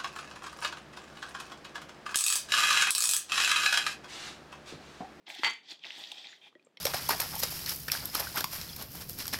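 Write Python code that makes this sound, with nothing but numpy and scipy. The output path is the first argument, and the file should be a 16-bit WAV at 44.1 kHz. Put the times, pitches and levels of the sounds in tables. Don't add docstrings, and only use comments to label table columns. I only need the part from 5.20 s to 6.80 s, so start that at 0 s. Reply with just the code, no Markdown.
import sys
import numpy as np
from scipy import signal
from scipy.fft import rfft, irfft
from scipy.io import wavfile

SR = 44100
rng = np.random.default_rng(int(sys.argv[2]) if len(sys.argv) > 2 else 0)


def wav_record(signal):
    frames = np.transpose(np.atleast_2d(signal))
    bounded = np.clip(frames, -1, 1)
    quanta = np.round(bounded * 32767).astype(np.int16)
    wavfile.write(sys.argv[1], SR, quanta)


N = 70560
T = np.arange(N) / SR

# time_s, crunch_db, hollow_db, fizz_db
FIRST_PUSH = [(.061, -67, -84, -96), (.069, -57, -55.5, -83), (.09, -50.5, -51, -58),
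              (.108, -45.5, -54, -56), (.135, -52.5, -56, -60.5), (.15, -49.5, -67, -61.5),
              (.175, -50, -68, -65.5), (.192, -46.5, -57, -63), (.21, -50, -64, -63), (.23, -48, -54, -60)]
SECOND_PUSH = [(0.431, -67, -66.5, -92), (.468, -57, -74.5, -87), (.515, -42.5, -56.5, -59),
               (.533, -52, -63, -68), (.555, -57, -63, -84), (.58, -72, -78, -96)]
THIRD_PUSH = [(0.586, -75, -73, -99), (.632, -59, -75, -90), (0.652, -45, -50.5, -71),
              (.69, -49, -60, -70.5), (.755, -47.5, -62, -66), (.79, -48.5, -53.5, -55.5),
              (.86, -47, -64, -66), (.94, -54, -62, -67.5), (.985, -47.5, -60, -71),
              (1.025, -53.5, -66, -71), (1.053, -50, -60.5, -76), (1.129, -54, -70.5, -79),
              (1.165, -62, -71, -78.5), (1.205, -69.5, -70.5, -82), (1.225, -67.5, -73.5, -76.5),
              (1.273, -63, -63, -71), (1.305, -72.5, -89, -88)]
# time_s, depth_0_to_1
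SCOOP_DEPTH = [(.2, 1), (.48, 0.53), (.62, 0.27), (.65, 1), (.71, 0.72), (.84, 0.46), (1.0, 0.35),
               (1.13, 0.9), (1.25, 1)]
# pitch_hz, level_db
DEEP_CRUNCH_TONE = [(900, -33.5), (1400, -11.5), (1950, 3), (2300, -2.5), (2800, -3), (3450, 4),
                    (4200, -2.5), (4800, -5), (6000, -9.5), (8000, -27.5), (11000, -58)]
SHALLOW_CRUNCH_TONE = [(900, -48.5), (1400, -23.5), (2000, -15.5), (2400, -2), (2800, -8), (3400, 3.5),
                       (4150, -5), (4700, -3.5), (6000, -17), (8000, -19.5), (11000, -62)]
HOLLOW_TONE = [(50, -12), (160, -11), (310, -1.5), (470, -6.5), (680, 1.5), (840, 5), (1020, -4),
               (1400, -8), (2500, -54.5)]
FIZZ_TONE = [(5000, -4.5), (8000, 4.5), (10000, -4.5), (13000, -3), (16000, -11)]
# start_s, level_db, pitch_hz, length_s, crack_vs_snap_db
LUMP_SNAPS = [(0.065, -38, 3370, 0.0055, -33), (0.081, -32.5, 2154, 0.0011, -36),
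              (0.101, -24, 2310, 0.0017, -18.5), (0.1423, -34, 3520, 0.0027, -25),
              (0.147, -36.5, 3620, 0.0032, -9), (0.184, -35.5, 3830, 0.01, -20),
              (0.257, -28, 6850, 0.0015, -24), (0.298, -33.5, 5960, 0.0034, -35),
              (0.307, -36, 6260, 0.0038, -27), (0.334, -42.5, 5800, 0.0035, -29),
              (0.498, -35, 3700, 0.0034, -17), (0.511, -34, 3940, 0.0011, -20),
              (0.592, -45.5, 3820, 0.0026, -45), (0.6376, -29, 3070, 0.00096, -38),
              (0.6457, -27, 2500, 0.0006, -40), (.6505, -33.5, 3200, 0.0028, -37),
              (0.6678, -34, 3230, 0.0013, -30), (0.7046, -28, 2660, 0.0019, -33),
              (0.8375, -29.5, 3580, 0.0022, -39), (0.847, -34, 3500, 0.0022, -34),
              (0.9165, -26, 3340, .0035, -15), (1.043, -38, 2250, 0.0075, -32),
              (1.069, -31.5, 4080, 0.0022, -28), (1.125, -42.5, 1870, 0.0074, -27)]
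# pitch_ratio, level_db
LUMP_TONE = [(.1, -32), (.45, -25), (.75, -5.5), (1, 5), (1.25, -6.5), (1.9, -22), (3.2, -50)]
# start_s, level_db, thud_vs_clack_db, length_s
SCOOP_KNOCKS = [(0.2338, -10.5, 10, 0.0011), (0.236, -7, -0.5, 0.0068), (0.24, -12, -2.5, 0.0045),
                (0.245, 1.5, -15.5, 0.0038), (0.2501, -12, -0.5, 0.0033), (0.254, -7.5, -6.5, 0.0044),
                (0.2632, -3.5, 0, 0.017), (.273, -7, -1, 0.0072), (0.303, -18, -2, 0.0099)]
# pitch_hz, level_db
CRACK_TONE = [(2000, -33), (6000, -2), (8300, 7), (11500, -1.5), (15000, -8.5)]
CLACK_TONE = [(600, -29.5), (1300, -16.5), (2050, 5), (2500, -4), (3200, 3), (3800, -5.5), (4600, -7),
              (5300, -16), (7500, -19.5), (10000, -32.5), (15000, -37.5)]
THUD_TONE = [(50, -45), (110, -18), (300, -6.5), (600, -9), (860, 3), (1250, 3.5), (1650, 1.5), (2500, 1),
             (6000, -58)]
TICK_TONE = [(100, -35), (400, 4), (1200, -3.5), (3000, 12), (4500, -7), (7000, -26), (15000, -29)]
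# pitch_hz, level_db, ring_s
SCOOP_NOTES = [(841, -8, 0.2), (912, -6.5, 0.17), (1587, -9, 0.16), (1654, -2, 0.17), (1941, -7, .2),
               (2046, 6.5, 0.2), (2119, -3.5, 0.15), (2230, -8, 0.16), (2250, -10, .18), (2313, -3.5, .17),
               (2586, -3, 0.16), (3260, -10.5, 0.16), (4555, 3, 0.23)]
UTENSIL_NOTES = [(506, -17, 0.027), (950, -16, 0.035), (2135, -1, 0.033), (3280, 3.5, 0.0077),
                 (4110, -5, 0.018), (4470, -10, 0.018), (5430, -7.5, 0.023), (9700, -22.5, 0.0047),
                 (11400, -28, 0.011)]
# start_s, length_s, level_db
WALL_RUBS = [(0.606, .03, -58), (0.883, 0.17, -57), (1.167, 0.013, -65), (1.213, 0.067, -55.5)]
# pitch_hz, level_db
WALL_NOTES = [(2390, -2.5), (2640, -4.5), (3180, 3), (3320, 0.5), (3600, -3)]
# start_s, level_db, pitch_hz, ring_s, second_note_ratio, second_note_db, tick_db
LIGHT_TAPS = [(1.327, -57, 1150, 0.011, 1.6, -8, -12), (1.3526, -50.5, 1927, 0.037, 1.7, -13, -5),
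              (1.3961, -55, 2470, 0.027, 1.55, -16, -15), (1.4264, -63.5, 4410, 0.012, 0.79, -1.5, -4),
              (1.4485, -60.5, 7450, 0.02, 1.1, -3.5, -12), (1.463, -64, 7550, 0.022, 0.87, -8, -15.5),
              (1.4698, -61.5, 1246, 0.023, 1.9, -2.5, -1)]
# start_s, level_db
UTENSIL_CLICKS = [(1.5704, -59.5), (1.572, -42), (1.5736, -48.5), (1.578, -53)]
# peak_s, level_db, pitch_hz, rise_s, fall_s
SOFT_BUMPS = [(.164, -46.5, 745, .003, 0.0034), (.196, -41, 334, 0.0037, .0045),
              (.523, -52.5, 317, 0.0017, 0.0045), (0.9231, -42.5, 850, 0.0014, 0.0027),
              (1.356, -49.5, 358, 0.0018, .012), (1.358, -55.5, 600, 0.0029, .011),
              (1.4706, -48, 497, 0.0015, 0.0016)]
# pitch_hz, ring_s
ECHO_TIMES = [(200, 0.37), (1400, 0.21), (3000, 0.32), (5600, 0.26)]
# pitch_hz, level_db
AIR_TONE = [(25, -38.5), (60, -23.5), (110, -11.5), (200, -3), (350, -2), (700, -11), (1500, -15.5),
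            (3300, -19), (6000, -28), (15000, -42)]


def sugar(fade_s=0.0024):
    gains = np.zeros((3, N))
    for push in (FIRST_PUSH, SECOND_PUSH, THIRD_PUSH):
        times, *levels = np.transpose(push)
        fade = np.exp(-np.abs(T - np.clip(T, times[0], times[-1])) / fade_s)
        gains += fade * from_db([np.interp(T, times, level) for level in levels])
    crunch_gain, hollow_gain, fizz_gain = gains
    depth = np.interp(T, *np.transpose(SCOOP_DEPTH))
    clicks = crunch_gain * grains_and_crumbs(per_s=6500)
    crunch = colour(clicks * depth, DEEP_CRUNCH_TONE) + colour(clicks * (1 - depth), SHALLOW_CRUNCH_TONE)
    hollow = colour(hollow_gain * grains(per_s=1800), HOLLOW_TONE)
    fizz = colour(fizz_gain * grains_and_crumbs(per_s=4600), FIZZ_TONE)
    return crunch + from_db(-2.5) * hollow + from_db(-3.5) * fizz


def grains(per_s, spread_db=3, clump_db=1.6):
    sizes = from_db(spread_db * np.minimum(rng.exponential(1, N), 3)) * rng.choice([-1, 1], N)
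    clumps = from_db(clump_db * wander(per_s=150))
    return rms_one(clumps * sizes * (rng.random(N) < per_s / SR))


def grains_and_crumbs(per_s):
    pitches = np.geomspace(1200, 15000, 48)
    breaks = grains(per_s=1100)
    chosen = rng.integers(0, len(pitches), N)
    crumbs = sum(np.sqrt(hz) * ring(breaks * (chosen == k), hz, ring_s=0.019)
                 for k, hz in enumerate(pitches))
    return rms_one(grains(per_s) + from_db(-7) * rms_one(crumbs))


def lump_snaps(rise_share=0.56):
    out = 0
    for start, db, hz, length, crack_db in LUMP_SNAPS:
        burst = contact(start, length) * fade_in(start, rise_share * length)
        snap = peak_one(colour(burst, [(hz * ratio, level) for ratio, level in LUMP_TONE]))
        crack = from_db(crack_db) * peak_one(colour(burst, CRACK_TONE))
        out += from_db(db - 3) * (snap + crack)
    return out


def scoop_knocks():
    clack = sum(from_db(db - 1) * contact(start, length) for start, db, _, length in SCOOP_KNOCKS)
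    thud = sum(from_db(db + thud_db - 3) * contact(start, length)
               for start, db, thud_db, length in SCOOP_KNOCKS)
    return colour(clack, CLACK_TONE) + colour(thud, THUD_TONE)


def scoop_ring(twin_gap_hz=21):
    first_s = SCOOP_KNOCKS[0][0]
    hardest_s = max(SCOOP_KNOCKS, key=lambda row: row[1])[0]
    swell = fade_in(hardest_s, rise_s=0.0093)
    out = 0
    for start, gain in ((first_s, from_db(-10) * (1 - swell)), (hardest_s, swell)):
        strike = signal.unit_impulse(N, int(start * SR))
        for k, (hz, db, ring_s) in enumerate(SCOOP_NOTES):
            twin = from_db(-15) * ring(strike, hz + twin_gap_hz, ring_s)
            out += (-1) ** k * gain * from_db(db) * (ring(strike, hz, ring_s) - twin)
    return from_db(-28.5) * out


def wall_squeak(release_s=0.0066):
    gain = 0
    for start, length, db in WALL_RUBS:
        fade_out = np.exp(-np.maximum(T - start - length, 0) / release_s)
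        gain += from_db(db) * fade_in(start, rise_s=0.006) * fade_out
    slips = grains(per_s=1500)
    squeak = sum((-1) ** k * from_db(db) * ring(slips, hz, ring_s=0.021)
                 for k, (hz, db) in enumerate(WALL_NOTES))
    return gain * rms_one(squeak)


def edge_rasp(start_s=1.08, end_s=1.13):
    progress = np.clip((T - start_s) / (end_s - start_s), 0, 1)
    swell = np.sqrt(np.abs(np.sin(np.pi * progress)))
    return from_db(-64) * swell * rms_one(ring(grains(per_s=4600), hz=6930, ring_s=0.01))


def utensil_taps(soften_hz=9000):
    out = 0
    for start, db, hz, ring_s, ratio, second_db, tick_db in LIGHT_TAPS:
        touch = contact(start, length_s=0.00067)
        note = peak_one(ring(touch, hz, ring_s))
        second_note = from_db(second_db) * peak_one(ring(touch, hz * ratio, ring_s))
        tick = from_db(tick_db) * peak_one(colour(touch, TICK_TONE))
        out += from_db(db) * (note + second_note + tick)
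    return signal.sosfilt(signal.butter(4, soften_hz, fs=SR, output="sos"), out)


def utensil_click():
    hits = sum(from_db(db) * signal.unit_impulse(N, int(start * SR)) for start, db in UTENSIL_CLICKS)
    return sum((-1) ** k * from_db(db) * ring(hits, hz, ring_s)
               for k, (hz, db, ring_s) in enumerate(UTENSIL_NOTES))


def soft_bumps(waver_radians=0.5):
    out = 0
    for peak_s, db, hz, rise_s, fall_s in SOFT_BUMPS:
        swell = np.exp(-np.maximum(peak_s - T, 0) / rise_s - np.maximum(T - peak_s, 0) / fall_s)
        phase = 2 * np.pi * hz * (T - peak_s) + waver_radians * wander(per_s=260)
        out += from_db(db) * swell * np.sin(phase)
    return out


def kitchen(x, echo_db, build_s=0.0016):
    edges_hz = np.geomspace(60, 16000, 9)
    noise = rng.standard_normal((2, N))
    echo = 0
    for k, (low, high) in enumerate(zip(edges_hz, edges_hz[1:])):
        band = signal.sosfilt(signal.butter(2, [low, high], "band", fs=SR, output="sos"), noise[k % 2])
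        echo += band * np.exp(-np.log(1000) * T / at_hz(ECHO_TIMES, np.sqrt(low * high)))
    echo *= 1 - np.exp(-(T / build_s) ** 2)
    return x + from_db(echo_db) * signal.fftconvolve(x, echo / np.linalg.norm(echo))[:N]


def room_air():
    return from_db(-72.5) * colour(rng.standard_normal(N), AIR_TONE)


def contact(start_s, length_s, size=4096):
    age = np.arange(size) / SR
    burst = rng.standard_normal(size) * np.exp(-age / length_s)
    for _ in range(4):
        spectrum = rfft(burst)
        burst = irfft(spectrum / (np.abs(spectrum) + 1e-12)) * np.exp(-(age / (4 * length_s)) ** 2)
    return np.concatenate([np.zeros(int(start_s * SR)), burst / np.linalg.norm(burst), np.zeros(N)])[:N]


def ring(x, hz, ring_s):
    decay = np.exp(-np.log(1000) / (ring_s * SR))
    step = 2 * np.pi * hz / SR
    return signal.lfilter([0, np.sin(step)], [1, -2 * decay * np.cos(step), decay ** 2], x + 1e-18)


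def colour(x, tone, size=4096):
    cepstrum = irfft(np.log(from_db(at_hz(tone, np.fft.rfftfreq(size, 1 / SR)))))
    cepstrum[1:size // 2] *= 2
    cepstrum[size // 2 + 1:] = 0
    response = irfft(np.exp(rfft(cepstrum)))
    return signal.fftconvolve(x, response / np.linalg.norm(response))[:N]


def at_hz(table, hz):
    pitches, values = np.transpose(table)
    return np.interp(np.log(np.maximum(hz, 1)), np.log(pitches), values)


def fade_in(start_s, rise_s):
    return 1 - np.exp(-np.maximum(T - start_s, 0) / rise_s)


def wander(per_s):
    return np.interp(T * per_s, np.arange(N), rng.standard_normal(N))


def from_db(db):
    return 10 ** (np.asarray(db) / 20)


def rms_one(x):
    return x / np.sqrt(np.mean(x ** 2) + 1e-20)


def peak_one(x):
    return x / (np.abs(x).max() + 1e-20)


def scene():
    air = room_air()
    scooping = kitchen(sugar() + lump_snaps() + wall_squeak() + edge_rasp(), echo_db=-13.5)
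    knocking = kitchen(scoop_knocks(), echo_db=-6) + scoop_ring()
    handling = kitchen(utensil_taps() + utensil_click() + soft_bumps(), echo_db=-15)
    return (scooping + knocking + handling + air)[None]


def record(dry):
    low_cut_hz, high_cut_hz = 125, 15800
    thin = signal.sosfilt(signal.butter(3, low_cut_hz, "high", fs=SR, output="sos"), dry)
    return signal.sosfilt(signal.ellip(12, .1, 80, high_cut_hz, fs=SR, output="sos"), thin)


dry = scene()
out = record(dry)
wav_record(out)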